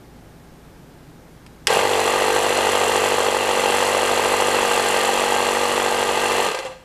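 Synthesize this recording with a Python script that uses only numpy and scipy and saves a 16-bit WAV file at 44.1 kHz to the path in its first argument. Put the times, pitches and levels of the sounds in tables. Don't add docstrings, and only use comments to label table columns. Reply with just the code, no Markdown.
import sys
import numpy as np
from scipy import signal
from scipy.fft import rfft, irfft
from scipy.io import wavfile
from scipy.ndimage import uniform_filter1d

SR = 44100
rng = np.random.default_rng(int(sys.argv[2]) if len(sys.argv) > 2 else 0)


def wav_out(sig):
    wavfile.write(sys.argv[1], SR, np.round(np.clip(np.atleast_2d(sig).T, -1, 1) * 32767).astype(np.int16))


N = 301644
T = np.arange(N) / SR
ON_S, OFF_S, REST_S = 1.671, 6.462, 6.75
CRUISE_HZ = 48.37
STOP_S = 0.11
ATTACK_S, SURGE_S = 0.034, 0.13

# f/Hz, width/Hz, level/dB
HEAD_MODES = [(464, 49, -6), (876, 266, 2.5), (1193, 126, 5), (1593, 17, 9.5), (1922, 310, 1),
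              (2040, 72, 4.5), (2714, 200, 4), (2800, 320, 8.5), (3257, 303, 8), (4060, 156, 7),
              (4266, 110, 5.5), (5936, 74, 4), (7010, 250, -2.5), (7420, 175, -1.5), (7600, 360, -16),
              (8650, 110, -2), (8900, 170, -14), (9890, 240, 2), (10800, 90, 3.5)]


def compressor():
    speed, phase = crank()
    work, air = load(speed)
    turns = np.flatnonzero(np.diff(np.floor(phase)) > 0)
    current_turn = np.maximum(np.searchsorted(turns, np.arange(N), side="right") - 1, 0)
    chance = rng.standard_normal((len(turns), 2))
    scatter_db = 0.7 * chance[:, 0]
    force = undb(rocking(speed, phase)[turns] + scatter_db)
    blows = piston(force, turns, lag_s=.0001)
    coasting = ramp(OFF_S, STOP_S)
    body = undb(-3.5 - 6 * coasting) * knock(blows, rebound_s=.0022)
    panel = casing(blows * undb(5.3 * coasting))
    metal = work * (clatter(phase, force[current_turn]) + return_rattle(phase))
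    metal += air * (valve_hiss(phase, hiss_db=chance[current_turn, 1]) + leak())
    return metal + ring(metal, HEAD_MODES) + panel + work * (body + hum(phase, speed))


# t/s, f/Hz
MOTOR_SPEED = [(1.7, 43.91), (1.82, 49.42), (2.19, 48.51), (2.34, 49.61), (2.53, 48.49), (3.08, 48.91),
               (3.5, 48.57), (3.58, 47.03), (3.81, 48.52), (4.51, 48.64), (4.6, 47.6), (4.83, 47.94),
               (5.09, 47.17), (5.35, 48.23), (5.95, 48.04), (6.47, 48.29)]
COAST_S = .14


def crank():
    speed = curve(MOTOR_SPEED) * np.exp(-np.maximum(T - OFF_S, 0) / COAST_S) * (T < REST_S)
    phase = np.cumsum(speed) / SR
    start = int(MOTOR_SPEED[0][0] * SR)
    return speed, phase + .9 - phase[start]


# t/s, level/dB
PUMP_EFFORT = [(2.0, -0.2), (3.0, 0.7), (3.47, -1.8), (3.75, 1.5), (3.92, -0.1), (4.75, 1), (6.1, -2.4),
               (6.3, -0.9)]
STROKE_DB, AIR_DB = -19.5, -29.5
AIR_PER_EFFORT = 1.3
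SURGE_DB, AIR_SURGE_DB, SURGE_FALL_S = 3, 3, 0.029
STROKE_POWER, AIR_POWER = 1.23, 1.75
UNPOWERED_DB, UNPOWERED_AIR_DB = 1, -4.5


def load(speed):
    running = ramp(ON_S, ATTACK_S) * (1 - ramp(REST_S - STOP_S / 2, STOP_S))
    surge = 1 - ramp(ON_S + SURGE_S, SURGE_FALL_S)
    unpowered = ramp(OFF_S, STOP_S)
    effort = curve(PUMP_EFFORT)
    pace = np.maximum(speed / curve(MOTOR_SPEED), .1)
    work_db = STROKE_DB + effort + SURGE_DB * surge + UNPOWERED_DB * unpowered
    air_db = AIR_DB + AIR_PER_EFFORT * effort + AIR_SURGE_DB * surge + UNPOWERED_AIR_DB * unpowered
    work = running * undb(work_db) * pace ** STROKE_POWER
    air = running * undb(air_db) * pace ** AIR_POWER
    return work, air * ramp(ON_S, length_s=0.067)


ROCKS_PER_TURN, FIRM_S = 3 / 11, 4.334
ROCK_DB, ROCK_DB_PER_HZ = 2.5, 1


def rocking(speed, phase):
    depth = np.maximum(ROCK_DB + ROCK_DB_PER_HZ * (speed - CRUISE_HZ), 0)
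    cycles = ROCKS_PER_TURN * (phase - np.interp(FIRM_S, T, phase))
    return depth * np.tanh(2 * np.cos(2 * np.pi * cycles))


def piston(force, turns, lag_s):
    blows = np.zeros(N)
    late = SR * (lag_s + .00006 * rng.standard_normal(len(turns)))
    blows[np.clip(turns + late.astype(int), 0, N - 1)] = force
    return blows


# f/Hz, width/Hz, level/dB
HOUSING_MODES = [(412, 198, -2), (465, 160, 6), (811, 170, 4.5), (1110, 210, -16.5)]
FIRM_BRIGHT = 1


def knock(blows, rebound_s):
    out = 0
    for hz, width, db in HOUSING_MODES:
        octaves = np.log2(hz / HOUSING_MODES[1][0])
        push = blows ** max(1 + FIRM_BRIGHT * octaves, .5)
        drive = push + .8 * np.interp(T - rebound_s, T, push)
        block = ring(drive, [(hz, width, 0)])
        housing = ring(block, [(hz, width, 0)])
        out = out + undb(db) * unit(housing)
    return unit(out)


# f/Hz, width/Hz, level/dB
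CASING_MODES = [(533, 5, -6), (517, 5.5, 0)]


def casing(blows):
    return undb(-36) * unit(ring(blows * (T > ON_S), CASING_MODES))


# f/Hz, level/dB
CLATTER_SPECTRUM = [(150, -33), (300, -5.5), (420, 2.5), (700, -0.5), (1000, 0), (1400, -4.5), (2400, -11),
                    (3300, -14.5), (5000, -16.5), (8000, -15.5), (11000, -24.5), (14500, -40)]


def clatter(phase, force):
    envelope = np.sqrt(force) * stroke(phase, start=.003, rise=0.096, fall=0.19) + 0.8
    impacts = grit(phase, repeat=0.092, spiky_db=1.8) * envelope
    return undb(-13.0) * colour(impacts, CLATTER_SPECTRUM)


# f/Hz, level/dB
RETURN_SPECTRUM = [(300, -18.5), (600, 18.5), (1000, 11.5), (1400, 3), (2400, 5.5), (3300, -3), (4400, -3),
                   (5400, -5), (8000, -9), (14500, -16.5)]


def return_rattle(phase):
    impacts = grit(phase, repeat=0.18, spiky_db=3) * stroke(phase, start=0.55, rise=0.11, fall=0.31)
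    return undb(-13.5) * colour(impacts, RETURN_SPECTRUM)


# f/Hz, level/dB
VALVE_SPECTRUM = [(300, -37), (900, -3.5), (1800, 5.5), (3000, -11.5), (5000, -12), (6200, -1.5), (7800, 3),
                  (10300, -3.5), (12000, -5.5), (14500, -28)]


def valve_hiss(phase, hiss_db):
    opening = stroke(phase, start=0.24, rise=0.13, fall=0.37) * undb(hiss_db)
    jet = grit(phase, repeat=0.21, spiky_db=10) * opening
    return undb(-5.5) * colour(jet, VALVE_SPECTRUM)


# f/Hz, level/dB
LEAK_SPECTRUM = [(1000, 6.5), (4000, 1.5), (8000, -3), (11000, 0), (14500, -5.5)]


def leak():
    return undb(-7.5) * colour(noise(), LEAK_SPECTRUM)


# multiple of the turn rate, level/dB, slope/(dB per Hz)
HUM_ORDERS = [(1, -35.5, 2), (2, -27.5, 4.5), (3, -33.5, 2), (4, -29, -2.5), (5, -18.5, -1), (6, -50, 25),
              (7, -24.5, 5), (8, -23.5, -3.5), (9, -9, 4.5), (10, -17.5, 9), (11, -20, -7)]


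def hum(phase, speed):
    faster = np.clip(speed - CRUISE_HZ, -2, 1)
    powered = ramp(ON_S, length_s=0.2) * (1 - ramp(OFF_S, length_s=0.079))
    out = 0
    for order, db, slope in HUM_ORDERS:
        level = undb(db + slope * faster + 0.9 * walk(1.93))
        out = out + level * np.sin(2 * np.pi * order * phase + order ** 2)
    groan_gate = ramp(ON_S, ATTACK_S) * (1 - ramp(ON_S + SURGE_S, length_s=0.082))
    groan = groan_gate * unit(ring(noise(), [(141, 36, 0)]))
    return np.sqrt(2) * out * powered + undb(-18) * groan


# t/s, level/dB, decay/s
SWITCH_CLICKS = [(1.464, -39.5, .005), (1.6706, -3.5, 0.0072)]
# t/s, level/dB, decay/s
STROKE_CLACKS = [(6.514, -20, .003), (6.547, -18, 0.0026), (6.589, -16.5, 0.0029), (6.651, -23, 0.0013)]
# f/Hz, level/dB
CLICK_SPECTRUM = [(200, -11), (1000, -6), (1800, 1), (2900, 4.5), (4000, -5), (5200, 2), (6300, -10),
                  (8000, -4.5), (11000, -11.5), (14500, -29)]


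def clicks():
    envelope = 0
    for start_s, db, decay_s in list(SWITCH_CLICKS) + list(STROKE_CLACKS):
        envelope = envelope + undb(db) * (T >= start_s) * np.exp(-np.abs(T - start_s) / decay_s)
    return colour(envelope * noise(), CLICK_SPECTRUM)


def room(x, t60_s, wet_db):
    t = T[:SR // 2]
    tail = rng.standard_normal(len(t)) * undb(-60 * t / t60_s) * (t > .006)
    band = signal.butter(2, [700, 9000], "band", fs=SR, output="sos")
    tail = signal.sosfilt(band, tail / np.linalg.norm(tail))
    return x + undb(wet_db) * signal.fftconvolve(x, tail)[:N]


# f/Hz, level/dB (per Hz)
VENT_SPECTRUM = [(15, -18), (25, -8), (63, -17), (92, -12.5), (161, -9), (205, -14.5), (247, -11.5),
                 (594, -21), (818, -22.5), (934, -26), (1630, -29), (2310, -33), (2640, -35), (13000, -44),
                 (14500, -42)]
# f/Hz, level/dB
VENT_TONES = [(59.2, -49), (161.5, -53.5), (850.6, -64), (1610, -67)]


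def ventilation():
    lines = 0
    for hz, db in VENT_TONES:
        angle = 2 * np.pi * np.cumsum(hz + 2 * walk(10.0)) / SR
        lines = lines + undb(db + 2 * walk(1.3)) * np.sin(angle)
    return undb(-45) * unit(colour(noise(), VENT_SPECTRUM)) + lines


def stroke(phase, start, rise, fall):
    age = (phase - start) % 1
    return unit((1 - np.exp(-(age / rise) ** 2)) * np.exp(-age / fall))


def grit(phase, repeat, spiky_db, size=912):
    index = np.arange(N)
    new_turn = np.diff(np.floor(phase), prepend=0) > 0
    last_turn = np.maximum.accumulate(index * new_turn)
    pattern = unit(irfft(np.exp(2j * np.pi * rng.random(size // 2 + 1))))
    fresh = unit(noise() * undb(spiky_db * np.minimum(noise(), 2)))
    recurring = pattern[(index - last_turn) % size]
    return np.sqrt(repeat) * recurring + np.sqrt(1 - repeat) * fresh


def ring(x, modes):
    out = 0
    for hz, width, db in modes:
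        b, a = signal.iirpeak(hz, hz / width, SR)
        out = out + undb(db) * signal.lfilter(b, a, x)
    return out


def colour(x, points, size=4096):
    hz, db = np.transpose(points)
    f = np.maximum(np.arange(size // 2 + 1) * SR / size, 1)
    cepstrum = irfft(np.log(undb(np.interp(np.log(f), np.log(hz), db))))
    cepstrum[1:size // 2] *= 2
    cepstrum[size // 2 + 1:] = 0
    response = irfft(np.exp(rfft(cepstrum)))
    return signal.fftconvolve(x, response / np.linalg.norm(response))[:N]


def noise():
    return rng.standard_normal(N)


def walk(rate):
    k = int(SR / rate)
    steps = np.repeat(rng.standard_normal(N // k + 1), k)
    return unit(uniform_filter1d(steps, k)[:N])


def curve(rows, axis=1):
    rows = np.array(rows)
    return np.interp(T, rows[:, 0], rows[:, axis])


def ramp(start_s, length_s):
    return np.clip((T - start_s) / length_s, 0, 1)


def undb(db):
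    return 10 ** (np.asarray(db) / 20)


def unit(x):
    return x / np.sqrt(np.mean(x ** 2))


def gain_control(x, threshold_db, slope, release_db):
    power = signal.lfilter(*signal.butter(1, 6, fs=SR), x ** 2)
    level_db = 10 * np.log10(power + 1e-12)
    held_db = np.maximum.accumulate(level_db + release_db * T, axis=-1) - release_db * T
    return x * undb(-slope * np.maximum(held_db - threshold_db, 0))


def scene():
    machine = undb(7.5) * compressor() + clicks()
    return (room(machine, t60_s=0.77, wet_db=-13.5) + ventilation())[None]


TOP_HZ = 14450


def record(dry):
    held = gain_control(dry, threshold_db=-26.5, slope=0.48, release_db=18.5)
    clipped = np.clip(held, -.8, .8)
    return signal.sosfilt(signal.ellip(10, .2, 80, TOP_HZ, fs=SR, output="sos"), clipped)


dry = scene()
out = record(dry)
wav_out(out)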